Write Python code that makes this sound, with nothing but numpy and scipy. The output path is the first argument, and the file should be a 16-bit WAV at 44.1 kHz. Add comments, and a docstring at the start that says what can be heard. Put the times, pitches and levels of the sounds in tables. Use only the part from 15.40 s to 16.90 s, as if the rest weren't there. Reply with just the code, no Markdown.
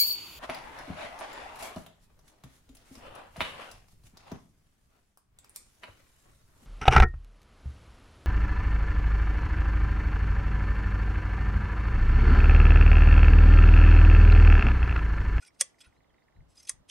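"""In a garden, sprung steel hand shears work through a thick coat. The blades grind along each
other, which makes the steel ring and the hair hiss, and twice they snap shut with a crack.
A bird chatters to the right in quick falling notes, and another whistles faint glides.
A breeze bumps the microphone over a soft outdoor hush."""
import sys
import numpy as np
from scipy import signal
from scipy.fft import rfft, irfft, next_fast_len
from scipy.io import wavfile
from scipy.ndimage import map_coordinates

SR = 44100
rng = np.random.default_rng(int(sys.argv[2]) if len(sys.argv) > 2 else 0)


def put_to_file(sound):
    """Save the sound as 16-bit audio at rate SR, in the file named by the first command-line argument."""
    columns = np.atleast_2d(sound).T  # one column per channel
    safe = np.clip(columns, -1, 1)
    whole_steps = np.round(safe * 32767)
    wavfile.write(sys.argv[1], SR, whole_steps.astype(np.int16))


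N = 66150
T = np.arange(N) / SR


def amp(db):
    """Turn decibels into a number to multiply by."""
    return 10 ** (np.asarray(db) / 20)


def along(points, hz):
    """Read between (pitch_hz, value) points, with octaves evenly spaced."""
    pitches, values = np.transpose(points)
    return np.interp(np.log(hz + 1), np.log(pitches + 1), values)


def wobble(per_s):
    """A smooth random curve through per_s points a second."""
    return map_coordinates(rng.standard_normal(int(N * 400 / SR) + 4), [T * min(per_s, 399)])


def filtered(x, response):
    """Turn each frequency of x up or down as response says."""
    size = next_fast_len(N + SR // 2)
    return irfft(rfft(x, size) * response(np.fft.rfftfreq(size, 1 / SR)), size)[..., :N]


def resonance(hz, width, db):
    """A filter that rings around one pitch; the narrower it is, the longer it rings."""
    gain = amp(db) * np.sqrt(SR / width / np.pi)
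    return lambda f: gain * 1j * f * width / (hz * hz - f * f + 1j * f * width)


def coloured(x, colour):
    """Give x a tone colour without letting any sound come early (a minimum-phase filter)."""
    cepstrum = irfft(np.log(amp(along(colour, np.fft.rfftfreq(2048, 1 / SR))) + 1e-6))
    forward_only = np.r_[1, np.full(1023, 2), 1, np.zeros(1023)]
    impulse = irfft(np.exp(rfft(cepstrum * forward_only)))
    return signal.fftconvolve(x, impulse / np.linalg.norm(impulse))[:N]


def pan(x, left_db):
    """Place a sound to the left, or to the right if left_db is negative."""
    return x * amp([[left_db / 2], [-left_db / 2]])


def stereo_noise(colour, likeness):
    """Coloured noise; likeness 1 makes left and right the same, -1 makes them opposite."""
    def response(hz):
        angle = np.arccos(np.clip(along(likeness, hz), -1, 1)) / 2
        return amp(along(colour, hz)) * [np.cos(angle), np.sin(angle)]
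    mid, side = filtered(rng.standard_normal((2, N)), response)
    return np.array([mid + side, mid - side]) / np.std(mid)


# How long the garden's echo takes to fade by 60 dB: pitch_hz, fade_s
ECHO_FADES = [(500, 0.16), (2000, 0.3), (6000, 0.18), (12000, 0.14)]

def echoes(x, delay_s=0.006):
    """Ground and fence scatter a short tail back, each pitch dying at its own speed."""
    hz, t, noise = signal.stft(rng.standard_normal((2, SR // 3)), SR, nperseg=128)
    fade = amp(-60 * t / along(ECHO_FADES, hz)[:, None])
    tail = signal.istft(noise * fade, SR, nperseg=128)[1]
    delayed = np.pad(x, (int(delay_s * SR), 0))
    return signal.fftconvolve(delayed[None], tail / np.linalg.norm(tail[0]), axes=1)[:, :N]


# The tones the blades ring at: pitch_hz, width_hz, level_db
STEEL_TONES = [(1418, 45, -0.5), (1940, 190, 0.5), (2409, 80, -3), (2482, 55, -1.5), (2620, 250, 2.5),
               (3060, 120, -4), (3366, 37, -1), (3815, 61, -5), (4260, 250, -5.5), (4900, 250, -3),
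               (5170, 130, -2), (5577, 67, -8), (5960, 22, -12), (6280, 210, -2), (7830, 42, -9.5),
               (7570, 93.6, -8), (8410, 85, -2), (8940, 49, -14), (9660, 160, -8), (9900, 250, -5),
               (11160, 520, -12.5), (12500, 400, -13.5)]

def steel_ring(force, low_db, middle_db, drift_db, low_cut_hz=730, high_cut_hz=12600):
    """A force rings every tone of the steel; each one's share drifts as the contact point slides."""
    tones = 0
    for hz, width, db in STEEL_TONES:
        share_db = low_db if hz < 2550 else middle_db if hz < 4500 else 0
        push = force * rng.standard_normal(N) * amp(share_db + drift_db * wobble(40))
        tones += filtered(push, resonance(hz, width, db - 10))
    soften_highs = lambda f: 1 / (1 + 1j * f / high_cut_hz - (f / high_cut_hz) ** 2) ** 3
    soften_lows = lambda f: 1 / (1 + low_cut_hz / (1j * f + 1)) ** 2
    return filtered(tones, lambda f: soften_highs(f) * soften_lows(f))


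# How hard the blades rub, one list for each stroke: time_s, level_db
STROKES = [
    [(0, -74.5), (.014, -67.5), (.026, -58.5), (.032, -63), (.042, -76), (.051, -54.5), (.056, -84),
     (.061, -63), (.07, -60.5), (.08, -56.5), (.088, -80), (.11, -99.5)],
    [(.11, -98), (.15, -72), (.16, -82), (.186, -77), (.195, -55.5), (.203, -40), (.2095, -31.5)],
    [(.27, -75), (.32, -83.5), (.38, -82), (.395, -65.5), (.402, -79), (.405, -56.5), (.414, -59.5),
     (.431, -73.5), (.451, -70.5), (.5, -87.5), (.59, -90.5)],
    [(1.08, -87.5), (1.1, -73.5), (1.132, -71), (1.141, -79.5), (1.156, -64.5), (1.166, -67.5),
     (1.18, -58.5), (1.192, -62.5), (1.205, -59.5), (1.219, -72), (1.231, -54.5), (1.244, -74),
     (1.251, -57), (1.265, -70), (1.276, -55), (1.283, -55), (1.293, -38)],
    [(1.47, -99), (1.49, -53.5), (1.5, -53)],
]
# How freely the hand's grip lets the steel ring: start_s, low_tones_db, middle_tones_db
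HAND_GRIP = [(0, -1.5, -4), (0.11, -12.5, -7), (0.371, -12, -3), (0.404, -3.5, 4), (.43, 10.5, 5),
             (.52, -4, 2.5), (1.072, -9.5, -5), (1.191, -8.5, -8.5), (1.274, -24, 9.5), (1.282, -17, 0),
             (1.4, -8, 2)]
# The tone colour of hissing hair: pitch_hz, level_db
HAIR_COLOUR = [(530, -40.5), (900, -13.5), (1450, -8.5), (1640, -8.5), (4490, -0.5), (5030, 3),
               (8670, -9.5), (13200, -24)]

def blade_grind(edge_s=0.002, judder_db=2, hair_db=-7):
    """Blade slides on blade and through hair: rough rubbing rings the steel over a hiss of fibres."""
    rub = np.zeros(N)
    for stroke in STROKES:
        times, levels = np.transpose(stroke)
        gate = np.clip(np.minimum(T - times[0], times[-1] - T) / edge_s + 0.5, 0, 1)
        rub += gate * amp(np.interp(T, times, levels))
    rub *= amp(judder_db * wobble(160))
    starts, low_db, middle_db = np.transpose(HAND_GRIP)
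    grip = np.clip(np.searchsorted(starts, T) - 1, 0, None)
    hiss = coloured(rub * rng.standard_normal(N), HAIR_COLOUR)
    return steel_ring(rub, low_db[grip], middle_db[grip], drift_db=3.5) + amp(hair_db) * hiss


# How hard the breeze blows: time_s, level_db
GUSTS = [(0.0, -71), (0.062, -96.5), (0.112, -75.5), (0.456, -81), (0.476, -57), (0.542, -81.5),
         (0.604, -65), (0.634, -77), (0.7, -70.5), (0.788, -78), (0.934, -72), (0.994, -49), (1.052, -64.5),
         (1.168, -73.5), (1.26, -69), (1.29, -93), (1.336, -56.5), (1.37, -63.5), (1.42, -55.5),
         (1.444, -81), (1.5, -72)]
# The tone colour of its rumble: pitch_hz, level_db
RUMBLE_COLOUR = [(20, -15.5), (39, -1), (61, 2), (168, -7), (231, -25), (300, -22.5), (390, -54),
                 (660, -120)]

def breeze(lump_db=1.5):
    """Lumpy wind bumps the microphone and makes a low rumble."""
    gust = amp(np.interp(T, *np.transpose(GUSTS)) + lump_db * wobble(29))
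    rumble = stereo_noise(RUMBLE_COLOUR, likeness=[(40, 0.9), (150, 0.4)])
    return pan(gust * rumble, left_db=2.5)


# The tone colour of the outdoor background: pitch_hz, level_db
HUSH_COLOUR = [(88, -31.5), (150, -15.5), (307, -13.5), (384, -16.5), (464, -16), (743, -17.5), (914, -19),
               (2210, -31), (2430, -37), (2770, -31), (13500, -46.5)]
# How alike it is on the left and right: pitch_hz, likeness (-1 to 1)
HUSH_LIKENESS = [(60, 0.58), (180, 0.044), (520, -0.18), (1510, 0.421), (4440, -0.398), (13000, -0.22)]

def garden_hush(level_db=-72.5):
    """The soft, steady hush of the open air."""
    return pan(amp(level_db) * stereo_noise(HUSH_COLOUR, HUSH_LIKENESS), left_db=-2.5)


# Moments when one steel tone sings out of the grind, plus one low 520 Hz tone for the spring's knock at the
# first snap: start_s, length_s, pitch_hz, level_db
SQUEAKS = [(.024, .008, 1455, -60), (.018, .025, 2450, -65), (.022, .012, 8800, -65),
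           (.068, .012, 8750, -60), (.074, .01, 2300, -65), (.045, .045, 5550, -69), (.045, .04, 4850, -69),
           (.212, .008, 3360, -46), (.213, .008, 1148, -54), (.214, .006, 520, -60),
           (.389, .012, 5150, -70), (.41, .015, 8200, -66), (.442, .03, 1460, -68), (.452, .025, 9650, -74),
           (.448, .012, 2590, -66), (1.169, .018, 4955, -60), (1.194, .014, 4940, -63),
           (1.182, .026, 6240, -66), (1.203, .006, 2070, -66), (1.223, .013, 5545, -65),
           (1.249, .007, 5150, -66), (1.27, .009, 6180, -56), (1.272, .006, 8950, -56),
           (1.284, .012, 4960, -49), (1.294, .008, 1141, -60), (1.2935, .006, 8400, -36),
           (1.294, .003, 10500, -44), (1.294, .005, 6210, -34)]

def steel_squeaks(waver_db=3):
    """One tone swells while the rubbing feeds it, then dies away; lower tones last longer."""
    out = np.zeros(N)
    for start, length, hz, db in SQUEAKS:
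        rise = np.clip((T - start) / min(0.006, length / 2), 0, 1)
        fade_s = 160 / np.sqrt(hz * 3000)  # 160 cycles at 3000 Hz
        level = amp(db - 60 * np.clip(T - start - length, 0, 1) / fade_s)
        waver = amp(waver_db * wobble(150))
        tone = np.sqrt(2) * np.sin(2 * np.pi * hz * T + 1.1 * wobble(150))
        out += rise * level * waver * tone
    return out


# The chattering bird's notes: start_s, level_db
CHIRPS = [(0.105, -59), (0.162, -63.5), (0.3435, -58), (0.384, -57), (0.421, -61.5), (0.5253, -58.5),
          (0.5643, -59.5), (0.6051, -59), (0.6442, -59.5), (0.7042, -62.5), (0.7434, -57.5),
          (0.7823, -57.5), (0.821, -59.5), (0.8826, -56.5), (0.9239, -63), (0.9637, -60.5), (1.005, -59)]

def bird_chatter(top_hz=2500, end_hz=1780, fall_s=0.0015, rise_s=0.002, fade_s=0.012, echo_db=-10):
    """A bird calls in quick runs of short notes, each dropping steeply in pitch."""
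    out = np.zeros(N + SR)
    t = np.arange(SR // 20) / SR
    for (start, db), tuning in zip(CHIRPS, rng.normal(1, 0.01427, len(CHIRPS))):
        hz = tuning * (end_hz + (top_hz - end_hz) * np.exp(-t / fall_s))
        level = amp(db + 8 - 60 * t / fade_s) * (1 - np.exp(-t / rise_s))
        out[round(start * SR):][:len(t)] += level * np.sin(2 * np.pi * np.cumsum(hz) / SR)
    out += amp(-7) * np.roll(out, round(0.0034 * SR))  # a near wall repeats each note
    return pan(out[:N], left_db=-3) + amp(echo_db) * echoes(out[:N])


# Each hit of blade on blade in the two snaps: start_s, level_db, fade_s (time to drop 60 dB)
BLADE_HITS = [(0.2108, -15.5, 0.012), (0.2096, -25, 0.024), (0.2125, -19.5, .012), (0.216, -23.5, 0.0077),
              (0.22, -30.5, 0.022), (.231, -49.5, 0.078), (1.294, -25.5, 0.013), (1.2946, -28, 0.014),
              (1.2985, -28.5, 0.0031), (1.303, -39, 0.018), (1.3095, -50, 0.081)]
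# The tone colour of the crack: pitch_hz, level_db
CRACK_COLOUR = [(150, -44.5), (250, -35.5), (530, -17), (860, -25.5), (1520, -19), (1950, -3), (3050, -19),
                (3320, -12.5), (3860, -15.5), (5380, -11), (9500, 1.5), (10900, -21), (13200, -28)]

def blade_snaps(click_db=8.5, ring_db=-6.5):
    """The blades slam shut in a few quick hits: a crack, ringing steel and a knock in the spring."""
    force = np.zeros(N)
    for start, db, fade_s in BLADE_HITS:
        force += (T >= start) * amp(db - 60 * np.clip(T - start, 0, 1) / fade_s)
    clicks = amp(click_db) * np.clip(np.diff(force, prepend=0), 0, None)  # each hit's first touch
    grit = force * np.sign(rng.standard_normal(N))
    crack = coloured(clicks + grit, CRACK_COLOUR)
    ring = steel_ring(force, low_db=-15, middle_db=-7.5, drift_db=0.59)
    spring = resonance(hz=556, width=160, db=-25.5)
    knock = filtered(force, lambda f: spring(f) ** 2)
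    return crack + amp(ring_db) * ring + knock


# The far bird's whistles: start_s, length_s, first_hz, middle_hz, last_hz, level_db
WHISTLES = [(0.538, 0.052, 3510, 3950, 4300, -83), (0.621, .034, 4300, 3700, 2600, -84),
            (0.67, 0.024, 3740, 3670, 3040, -85), (0.694, 0.02, 3450, 3100, 2860, -80),
            (0.737, 0.0086, 5300, 4560, 4130, -79.5), (.773, 0.024, 3850, 3765, 3650, -79.5),
            (0.801, .02, 3800, 3680, 3640, -82), (0.82, 0.025, 3924, 4500, 5200, -84),
            (0.942, 0.035, 3890, 3895, 4320, -79.5), (.972, 0.011, 4300, 4130, 3670, -80)]

def bird_song(waver_db=4, echo_db=-9):
    """A second bird whistles thin, sliding notes from far off."""
    out = np.zeros(N)
    for start, length, first_hz, middle_hz, last_hz, db in WHISTLES:
        progress = np.clip((T - start) / length, 0, 1)
        hz = np.interp(progress, [0, 0.5, 1], [first_hz, middle_hz, last_hz])
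        swell = np.sqrt(np.abs(np.sin(np.pi * progress))) * (progress < 1)
        level = amp(db + waver_db * wobble(89.9))
        out += level * swell * np.sin(2 * np.pi * np.cumsum(hz) / SR)
    return pan(out, left_db=-1.3) + amp(echo_db) * echoes(out)


def scene(shears_top_hz=13500, width_db=-17.5, smear_s=0.001, echo_db=-19.5, echo_top_hz=9100):
    """The shears and their echo, mixed with the two birds, the breeze and the hush."""
    shears = blade_grind() + steel_squeaks() + blade_snaps()
    shears = filtered(shears, lambda f: 1 / (1 + (f / shears_top_hz) ** 30))
    # A smeared copy, added on the left and taken away on the right, makes the shears sound wider.
    smear = rng.standard_normal(400) * np.exp(-np.arange(400) / SR / smear_s)
    side = amp(width_db) * signal.fftconvolve(shears, smear / np.linalg.norm(smear))[:N]
    dulled = filtered(shears, lambda f: 1 / (1 + 1j * f / echo_top_hz))
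    placed = pan(shears, left_db=-0.6) + [side, -side] + amp(echo_db) * echoes(dulled)
    return placed + bird_chatter() + bird_song() + breeze() + garden_hush()


def record(dry, top_hz=15750):
    """Cut away the very highest treble."""
    return filtered(dry, lambda hz: hz < top_hz)


dry = scene()
out = record(dry)
put_to_file(out)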